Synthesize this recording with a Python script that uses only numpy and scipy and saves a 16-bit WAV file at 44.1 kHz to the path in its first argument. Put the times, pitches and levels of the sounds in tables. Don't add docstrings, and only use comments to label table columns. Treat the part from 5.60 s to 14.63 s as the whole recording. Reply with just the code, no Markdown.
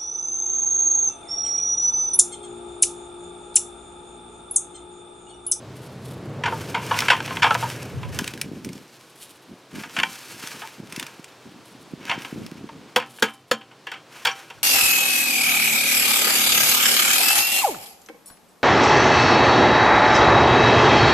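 import sys
import numpy as np
from scipy import signal
from scipy.fft import rfft, irfft, next_fast_len
from scipy.io import wavfile

SR = 44100
rng = np.random.default_rng(int(sys.argv[2]) if len(sys.argv) > 2 else 0)


def bounce(signal):
    frames = np.transpose(np.atleast_2d(signal))
    limited = np.clip(frames, -1, 1)
    pcm = np.round(limited * 32767).astype(np.int16)
    wavfile.write(sys.argv[1], SR, pcm)


N = 398223

# (frequency [Hz], relative level [dB], t60 [s])
HOLLOW_MODES = [(127.2, -35, 0.8), (235, -36.5, 1), (784.8, -19, 0.37), (980, -28, 0.19), (1310, -28, 0.41),
                (1712, -46, 0.28), (2340, -37, 0.43)]
WIRE_MODES = [(2810, -43, 0.3), (3065, -23, 0.36), (3170, -20.5, 0.26)]
# (frequency [Hz], relative level [dB])
SNAP_BODY_SPECTRUM = [(300, -32), (900, 1.5), (1600, 9), (3000, 11), (4000, 6), (5300, 6), (7000, 0.5),
                      (16000, -9)]
SNAP_TOP_SPECTRUM = [(2500, -56), (5300, 12), (7000, 3), (8700, 5), (12000, 1.5), (16000, -12)]


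def scuffs(loaded_db=-7, emptied_s=6.2, thud_db=-21.5, thud_per_dull=1.66, crack_db=-11):
    # (time [s], level [dB], dullness: wall tone relative to the level [dB], t60 [s], drag [s])
    touches = [(0.836, -22.5, -1.5, .25, 0.002), (0.854, -23.5, -3.5, 0.21, 0.0099),
               (0.874, -32.5, 9, 0.092, 0.0049), (0.923, -40, 15, .1, 0.0007), (1.143, -22, -2, 0.26, .007),
               (1.309, -23.5, 6, 0.25, 0.0062), (1.341, -31, 4, 0.18, .004),
               (1.42, -24.5, -3, 0.092, 0.00082), (1.483, -14, -8, 0.053, 0.00077),
               (1.5, -9, -9, 0.18, .005), (1.516, -20, 3, 0.094, 0.0014), (1.53, -23, 1.5, 0.06, 0.0013),
               (1.603, -27, -2.5, 0.026, 0.00052), (1.677, -31.5, -6, 0.035, .001),
               (1.706, -32.5, 4.5, .08, 0.00054), (1.769, -25, -4.5, 0.032, .0006),
               (1.82, -17, -5.5, .07, .007), (1.829, -12.5, -7, 0.082, 0.0029),
               (1.841, -14.5, 0.5, 0.2, 0.0023), (1.865, -24.5, 5.5, 0.066, .004),
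               (1.907, -20, 6, .1, 0.0016), (1.949, -21.5, 2.5, 0.047, 0.0013),
               (2.025, -32, 8.5, .18, .001), (2.43, -36, 0.5, 0.15, 0.00063),
               (2.589, -26, -5.5, 0.032, 0.0024), (4.235, -33.5, -5, 0.1, 0.0008),
               (4.365, -23, -8.5, 0.16, .001), (4.387, -20, -12, .07, 0.0017),
               (4.399, -20, -10, 0.031, 0.00047), (4.432, -14.5, -9, 0.022, .0025),
               (5.018, -34.5, -1.5, .2, .001), (6.494, -22, -6.5, 0.22, 0.0045),
               (6.512, -21, -7, 0.092, 0.0038), (6.647, -32, -6.5, 0.1, 0.00071),
               (7.088, -45, 6.5, 0.065, .004)]
    hits = [(s, db, thud_db + thud_per_dull * dull, dull, crack_db, t60, drag_s)
            for s, db, dull, t60, drag_s in touches]
    damped = [(s, db + loaded_db * (s < emptied_s)) for s, db, *_ in touches]
    wall = knocks(hits, chatter_db=-3.5)
    return wall + ringing(damped, HOLLOW_MODES, ring_db=0.5) + ringing(damped, WIRE_MODES, ring_db=3)


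def slaps(wall_db=-5, crack_db=-4, t60=0.1, drag_s=0.0027):
    # (time [s], level [dB], relative thud [dB], relative boom [dB])
    blows = [(7.36, -13, -8, -7.5), (7.623, -13.5, -5.5, -0.5), (7.912, -16.5, -1, -1.5)]
    # (frequency [Hz], relative level [dB], t60 [s])
    bottom_modes = [(121, -27, 0.32), (222, -5, 0.23), (292, -17, 0.42), (371, -4, 0.074)]
    hits = [(s, db, thud_db, wall_db, crack_db, t60, drag_s) for s, db, thud_db, _ in blows]
    boom = ringing([(s, db + boom_db) for s, db, _, boom_db in blows], bottom_modes, ring_db=-6)
    rings = ringing(hits, HOLLOW_MODES, ring_db=-3) + ringing(hits, WIRE_MODES, ring_db=-2.5)
    return knocks(hits, chatter_db=-2.5) + boom + rings + ticks(hits, tick_db=-10, t60=0.072)


def clatter(thud_db=-22, wall_db=-7, t60=0.16):
    # (time [s], level [dB], relative crack [dB], drag [s])
    rim_taps = [(7.399, -30, -11, .001), (7.42, -36, -14, 0.0049), (7.585, -41.5, -14, 0.00093),
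                (7.638, -25.5, -12, 0.0012), (7.68, -36, -12, 0.0057), (8.009, -44, -12, 0.0097),
                (8.111, -48.5, -13, 0.0052), (8.268, -30, -14, 0.0036), (8.316, -31, -9.5, 0.0013),
                (8.338, -36, -14, .001), (8.65, -17, -3, 0.0056), (8.669, -18, -7, 0.0032),
                (8.9, -37, -8, 0.0049)]
    hits = [(s, db, thud_db, wall_db, crack_db, t60, drag_s) for s, db, crack_db, drag_s in rim_taps]
    cracks = [(s, db + crack_db) for s, db, crack_db, _ in rim_taps]
    rings = ringing(hits, HOLLOW_MODES, ring_db=3.5) + ringing(hits, WIRE_MODES, ring_db=1.5)
    return knocks(hits, chatter_db=-2) + rings + ticks(cracks, tick_db=-3, t60=0.037)


def handle_ping(s=8.714, hz=5800, db=-31, t60=0.066):
    out, t = np.zeros(N), np.arange(SR // 4) / SR
    add(out, s, np.sin(2 * np.pi * hz * t) * from_db(db - 60 * t / t60))
    return out


def knocks(hits, chatter_db, crack_t60=0.023, size=7000):
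    # (frequency [Hz], relative level [dB])
    contact_spectrum = [(100, -15), (400, -2), (1500, 4.5), (3300, 5.5), (4200, -3), (6000, -7),
                        (8000, -10), (12000, -18.5), (16000, -44)]
    out, t = np.zeros(N), np.arange(size) / SR
    attack = SR // 100
    bands_hz = [(150, 650), (650, 1200), (1200, 3600), (3600, 15800)]
    for s, db, thud_db, wall_db, crack_db, t60, drag_s in hits:
        pressing = np.sqrt(np.minimum(t / max(drag_s, 1 / SR), 1))
        since_peak = np.maximum(t - drag_s, 0)
        decay = from_db(-60 * since_peak / crack_t60) + from_db(chatter_db - 60 * since_peak / t60)
        force = rng.standard_normal(size) * pressing * decay
        shell = bucket(colour(force, contact_spectrum), direct=0.2)
        for edges_hz, share_db in zip(bands_hz, (thud_db, wall_db, 0, crack_db)):
            part = band(shell, *edges_hz, order=3)
            add(out, s, part * from_db(db + share_db) / np.std(part[:attack]))
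    return out


def bucket(x, direct, flex=0.024, touch_db=3.0):
    # (frequency [Hz], width [Hz], gain [dB])
    shell_modes = [(214, 67, 2), (323, 11, -16), (474.5, 39, 7.5), (695, 34, -10.5), (938, 63, 4.5),
                   (1050, 13, 0), (1264, 18, -1.5), (1479, 126, -1.5), (1670, 176, -0.5), (2173, 300, -2),
                   (2366, 16, -4.5), (2665, 350, -5), (3056, 47, -6.5), (3310, 52, -15), (4450, 87, -5),
                   (4420, 290, -14), (5420, 220, -7), (6860, 320, -16)]
    out = direct * x
    for hz, width_hz, db in shell_modes:
        bend, touch = rng.standard_normal(2)
        out = out + from_db(db + touch_db * touch) * resonance(x, hz * (1 + flex * bend), width_hz)
    return out


def ringing(hits, modes, ring_db, touch_db=2):
    out, t = np.zeros(N), np.arange(SR // 2) / SR
    hz, mode_db, t60 = np.transpose(modes)[:, :, None]
    rings = np.sin(2 * np.pi * hz * t) * from_db(mode_db - 60 * t / t60)
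    rings = band(rings, 0.85 * hz.min(), 2 * hz.max(), order=3)
    for s, db, *_ in hits:
        mode_gains = from_db(db + ring_db + touch_db * rng.standard_normal(len(modes)))
        add(out, s, mode_gains @ rings)
    return out


def ticks(hits, tick_db, t60, size=2048):
    out, t = np.zeros(N), np.arange(size) / SR
    for s, db, *_ in hits:
        burst = rng.standard_normal(size) * from_db(-60 * t / t60)
        add(out, s, from_db(db + tick_db) * band(burst, 7000, 15000))
    return out


def compost(scrape_db=-2, hiss_db=-2, grit_db=-12, sand_db=-13, clump_db=2.36):
    # (start [s], length [s], scrape level [dB], hiss level [dB])
    strokes = [(0.928, 0.17, -43.5, -47), (1.236, .12, -38.5, -43.5), (1.365, 0.032, -30, -36.5),
               (1.66, 0.26, -41, -49.5), (1.926, 0.12, -39, -41), (2.135, 0.09, -45, -50),
               (2.563, 0.093, -43.5, -46), (3.06, 0.42, -69, -61), (4.172, 0.043, -43.5, -48),
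               (4.35, 0.51, -47, -46), (4.827, 0.14, -42, -44), (5.345, 0.075, -44, -49.5),
               (6.458, .1, -40.5, -55), (6.624, 0.14, -51.5, -52), (8.542, .22, -46, -52)]
    # (frequency [Hz], relative level [dB])
    scrape_spectrum = [(200, -19.5), (500, 3), (900, 9), (3000, 9), (4200, -3), (6000, 1), (9000, -21),
                       (16000, -21)]
    hiss_spectrum = [(600, -8), (2000, 0.5), (4000, 8.5), (6500, 6), (10000, 2.5), (13000, 1), (16000, -12)]
    scrape = stroke_envelope([(s, length_s, db) for s, length_s, db, _ in strokes])
    slide = stroke_envelope([(s, length_s, db) for s, length_s, _, db in strokes])
    dragging = grains(scrape_spectrum, per_s=5000, spread_db=1.5)
    coarse = from_db(scrape_db) * rms_one(bucket(dragging, direct=1.2))
    fine = from_db(hiss_db) * grains(hiss_spectrum, per_s=17000, spread_db=0)
    grit = from_db(grit_db) * grains(SNAP_BODY_SPECTRUM, per_s=98, spread_db=8.5)
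    sand = from_db(sand_db) * grains(SNAP_TOP_SPECTRUM, per_s=180, spread_db=6.5)
    return (scrape * (coarse + grit) + slide * (fine + sand)) * from_db(clump_db * drift(70))


def stroke_envelope(strokes, attack_s=0.1, t60=0.67, settle_db=-10.5, settle_t60=6.2):
    return swells(strokes, attack_s, t60) + from_db(settle_db) * swells(strokes, attack_s, settle_t60)


def snaps(crack_t60=0.016, tail_t60=0.073, tail_db=-13, ring_db=4, size=4410):
    # (time [s], body level [dB], top level [dB])
    breaks = [(1.389, -17, -42), (1.405, -21.5, -28), (1.944, -27, -32), (2.589, -22.5, -26),
              (2.643, -30, -37), (2.677, -25, -33.5), (2.737, -34, -46), (2.776, -38, -46),
              (2.814, -24, -23.5), (3.047, -36.5, -36), (3.09, -38, -52), (3.131, -45, -42),
              (4.873, -32, -34), (5.324, -34, -36.5), (5.362, -31, -34), (5.397, -27, -33),
              (5.427, -29.5, -53), (5.466, -35, -42), (5.643, -40, -42), (6.62, -37, -47),
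              (6.864, -38, -49)]
    out, t = np.zeros(N), np.arange(size) / SR
    attack = SR // 200
    decay = from_db(-60 * t / crack_t60) + from_db(tail_db - 60 * t / tail_t60)
    for (s, body_db, top_db), whites in zip(breaks, rng.standard_normal((len(breaks), 2, size))):
        layers = [(SNAP_BODY_SPECTRUM, body_db, 2400), (SNAP_TOP_SPECTRUM, top_db, 7500)]
        for (spectrum, db, centre_hz), white in zip(layers, whites):
            tick = colour(white * decay, spectrum)
            ring_hz = centre_hz * 2 ** rng.uniform(-0.58, 0.64)
            tick = tick + from_db(ring_db) * resonance(tick, ring_hz, centre_hz / 20)
            add(out, s, tick * from_db(db) / np.std(tick[:attack]))
    return out


def scatter(patter_db=-1, clump_db=5, attack_s=0.14, straggler_db=-11.5):
    # (time when thickest [s], length [s], level [dB])
    handfuls = [(.19, 0.069, -58.5), (.45, 0.075, -56), (3.6, 0.013, -46.5), (6.08, 0.13, -65),
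                (7.56, 0.046, -51.5)]
    # (frequency [Hz], relative level [dB])
    patter_spectrum = [(1500, -9), (3000, 5.5), (6500, -1.5), (9500, 4), (12500, 0), (16000, -16)]
    shower = swells(handfuls, attack_s, t60=0.43)
    stragglers = from_db(straggler_db) * swells(handfuls, attack_s, t60=2)
    patter = grains(patter_spectrum, per_s=5400, spread_db=4)
    return (shower + stragglers) * patter * from_db(patter_db + clump_db * drift(70))


def handling(rub_db=-1, uneven_db=4.5):
    # (start [s], length [s], level [dB])
    rubs = [(2.58, 0.029, -34), (2.76, 0.42, -39), (3.89, 0.031, -49), (4.14, .07, -39), (4.26, .25, -44),
            (4.67, 0.19, -49), (4.95, 0.035, -49), (5.19, .25, -45), (5.86, 0.13, -45.5),
            (6.13, .15, -48.5), (6.32, 0.33, -42.5), (6.73, 0.11, -32.5), (6.95, 0.096, -39.5),
            (7.12, 0.21, -47)]
    # (frequency [Hz], relative level [dB])
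    rub_spectrum = [(25, -35), (60, -17), (110, -5), (170, 1), (280, 1.5), (400, -6.5), (600, -18),
                    (1500, -49), (6000, -78)]
    # (time [s], peak level [dB])
    bumps = [(2.618, -19.5), (2.737, -27), (2.853, -27), (2.915, -25.5), (2.933, -25), (3.068, -21),
             (4.183, -27), (4.837, -31), (5.2, -35), (5.377, -24.5), (5.594, -31), (6.335, -22.5),
             (6.577, -23), (6.726, -22.5), (6.919, -25.5), (7.041, -23.5)]
    slips = grains(rub_spectrum, per_s=700, spread_db=4)
    out = slips * swells(rubs, attack_s=0.032, t60=0.23) * from_db(rub_db + uneven_db * drift(30))
    bump = band(signal.unit_impulse(2048), 129, 347, order=3)
    for (s, db), sign in zip(bumps, rng.choice([-1, 1], len(bumps))):
        add(out, s, sign * from_db(db) * bump / np.abs(bump).max())
    return out


def breeze():
    # (start [s], length [s], level [dB])
    gusts = [(2.36, 0.19, -35), (5.35, 0.56, -78), (6.65, 0.2, -75), (8.98, .05, -55)]
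    # (frequency [Hz], relative level [dB])
    buffet_spectrum = [(25, -20), (50, -9), (80, 7.5), (120, 9.5), (200, -4), (1000, -75)]
    return swells(gusts, attack_s=0.062, t60=0.45) * noise(buffet_spectrum)


def engine(rumble_db=-0.5, note_db=-5, waver_db=2.5, dip_at_s=1.66, dip_s=0.18, dip_db=-24):
    # (time [s], rate [Hz])
    firing_curve = [(0, 125.7), (.45, 128), (1.05, 152.5), (1.22, 150.8), (1.3, 105.4), (1.8, 116.4),
                    (2.5, 132.8)]
    # (time [s], level [dB])
    level_curve = [(0, -41), (.4, -40), (.8, -32), (1.15, -34.5), (2.3, -36), (2.6, -39), (3.1, -58),
                   (3.3, -65)]
    # (frequency [Hz], relative level [dB])
    rumble_spectrum = [(25, -60), (50, -24), (70, -14.5), (100, -1), (145, -1.5), (190, -6), (330, -9),
                       (480, -9.5), (700, -17), (1200, -23), (2500, -32.5), (8000, -66)]
    t = np.arange(N) / SR
    firing_hz = in_time(firing_curve) * (1 + 0.011 * drift(25))
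    note_dip_db = dip_db * np.exp(-((t - dip_at_s) / dip_s) ** 2)
    note = np.sqrt(2) * np.sin(2 * np.pi * np.cumsum(firing_hz) / SR)
    rumble = from_db(rumble_db) * noise(rumble_spectrum)
    note_gain = from_db(note_db + note_dip_db + waver_db * drift(14))
    return from_db(in_time(level_curve)) * (rumble + note_gain * note)


def outdoors():
    # (time [s], level [dB])
    floor_curve = [(0, -47.5), (3.5, -52), (6.5, -49), (7.4, -49.5), (7.85, -57), (8.3, -50.5),
                   (9.0, -51.5)]
    # (frequency [Hz], relative level [dB])
    air_spectrum = [(25, -46), (60, -44), (120, -0.5), (200, -4), (350, 2), (600, -3), (1000, -4),
                    (2000, -11), (4000, -12), (8000, -21.5), (16000, -36)]
    return from_db(in_time(floor_curve)) * noise(air_spectrum) + engine()


def garden_echo(x, wet_db=-21, t60=0.17, gap_s=0.0062):
    t = np.arange(SR // 2) / SR
    tail = band(rng.standard_normal(len(t)), 300, 2500, order=1) * from_db(-60 * t / t60) * (t > gap_s)
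    return from_db(wet_db) * signal.oaconvolve(x, tail / np.linalg.norm(tail))[:N]


def port_difference(x):
    # (frequency [Hz], side relative to mid [dB])
    near_width = [(500, -62), (1200, -40), (3000, -27), (4500, -21), (8000, -11), (16000, -18.5)]
    size = next_fast_len(N)
    hz = np.maximum(np.fft.rfftfreq(size, 1 / SR), 1)
    return irfft(1j * from_db(at_hz(near_width, hz)) * rfft(x, size), size)[:N]


def grains(spectrum, per_s, spread_db):
    chance, luck = rng.random((2, N))
    born = chance < per_s / SR
    sizes = np.minimum(-np.log(np.abs(2 * luck[born] - 1) + 1e-9), 4)
    clicks = np.zeros(N)
    clicks[born] = np.sign(luck[born] - 0.5) * from_db(spread_db * sizes)
    return rms_one(colour(clicks, spectrum))


def swells(rows, attack_s, t60):
    envelope = np.zeros(N)
    for start_s, length_s, db in rows:
        t = np.arange(N) / SR - start_s
        rise = np.clip(1 + t / attack_s, 0, 1) ** 2
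        fall = from_db(-60 * np.clip((t - length_s) / t60, 0, 3))
        envelope = np.maximum(envelope, from_db(db) * rise * fall)
    return envelope


def noise(spectrum):
    return rms_one(colour(rng.standard_normal(N), spectrum))


def drift(per_s):
    knots = rng.standard_normal(4096)
    return rms_one(np.interp(np.arange(N) * (per_s / SR), np.arange(len(knots)), knots))


def colour(x, spectrum, size=4096):
    hz = np.maximum(np.fft.rfftfreq(size, 1 / SR), 1)
    cepstrum = irfft(np.log(from_db(at_hz(spectrum, hz))))[:size // 2]
    cepstrum[1:] *= 2
    impulse = irfft(np.exp(rfft(cepstrum, size)))
    return signal.oaconvolve(x, impulse)[:len(x)]


def resonance(x, hz, width_hz):
    r = np.exp(-np.pi * width_hz / SR)
    feedback = [1, -2 * r * np.cos(2 * np.pi * hz / SR), r * r]
    return signal.lfilter(np.array([1, 0, -1]) * (1 - r * r) / 2, feedback, x + 1e-18)


def band(x, low_hz, high_hz, order=2):
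    return signal.sosfilt(signal.butter(order, [low_hz, high_hz], "band", fs=SR, output="sos"), x)


def in_time(curve):
    return np.interp(np.arange(N) / SR, *np.transpose(curve))


def at_hz(spectrum, hz):
    points_hz, db = np.transpose(spectrum)
    return np.interp(np.log(hz), np.log(points_hz), db)


def add(track, s, sound):
    at = round(s * SR)
    track[at:at + len(sound)] += sound[:max(N - at, 0)]


def from_db(db):
    return 10 ** (np.asarray(db) / 20)


def rms_one(x):
    return x / np.sqrt(np.mean(x ** 2) + 1e-20)


def scene(breeze_side_db=-3, handling_side_db=-16):
    # (frequency [Hz], side relative to mid [dB])
    air_width = [(40, -15), (100, -29), (300, -23), (1000, -26.5), (2500, -16.5), (6000, -10), (16000, -7)]
    near = scuffs() + slaps() + clatter() + snaps() + compost() + scatter() + handle_ping()
    near = near + garden_echo(near)
    mid = near + outdoors() + breeze() + handling()
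    side = port_difference(near) + colour(outdoors(), air_width)
    side += from_db(breeze_side_db) * breeze() + from_db(handling_side_db) * handling()
    return np.array([mid + side, mid - side])


def record(dry, ceiling=1.3, cutoff_hz=16000):
    low_pass = signal.ellip(12, 0.1, 90, cutoff_hz, fs=SR, output="sos")
    return signal.sosfilt(low_pass, ceiling * np.tanh(dry / ceiling))


dry = scene()
out = record(dry)
bounce(out)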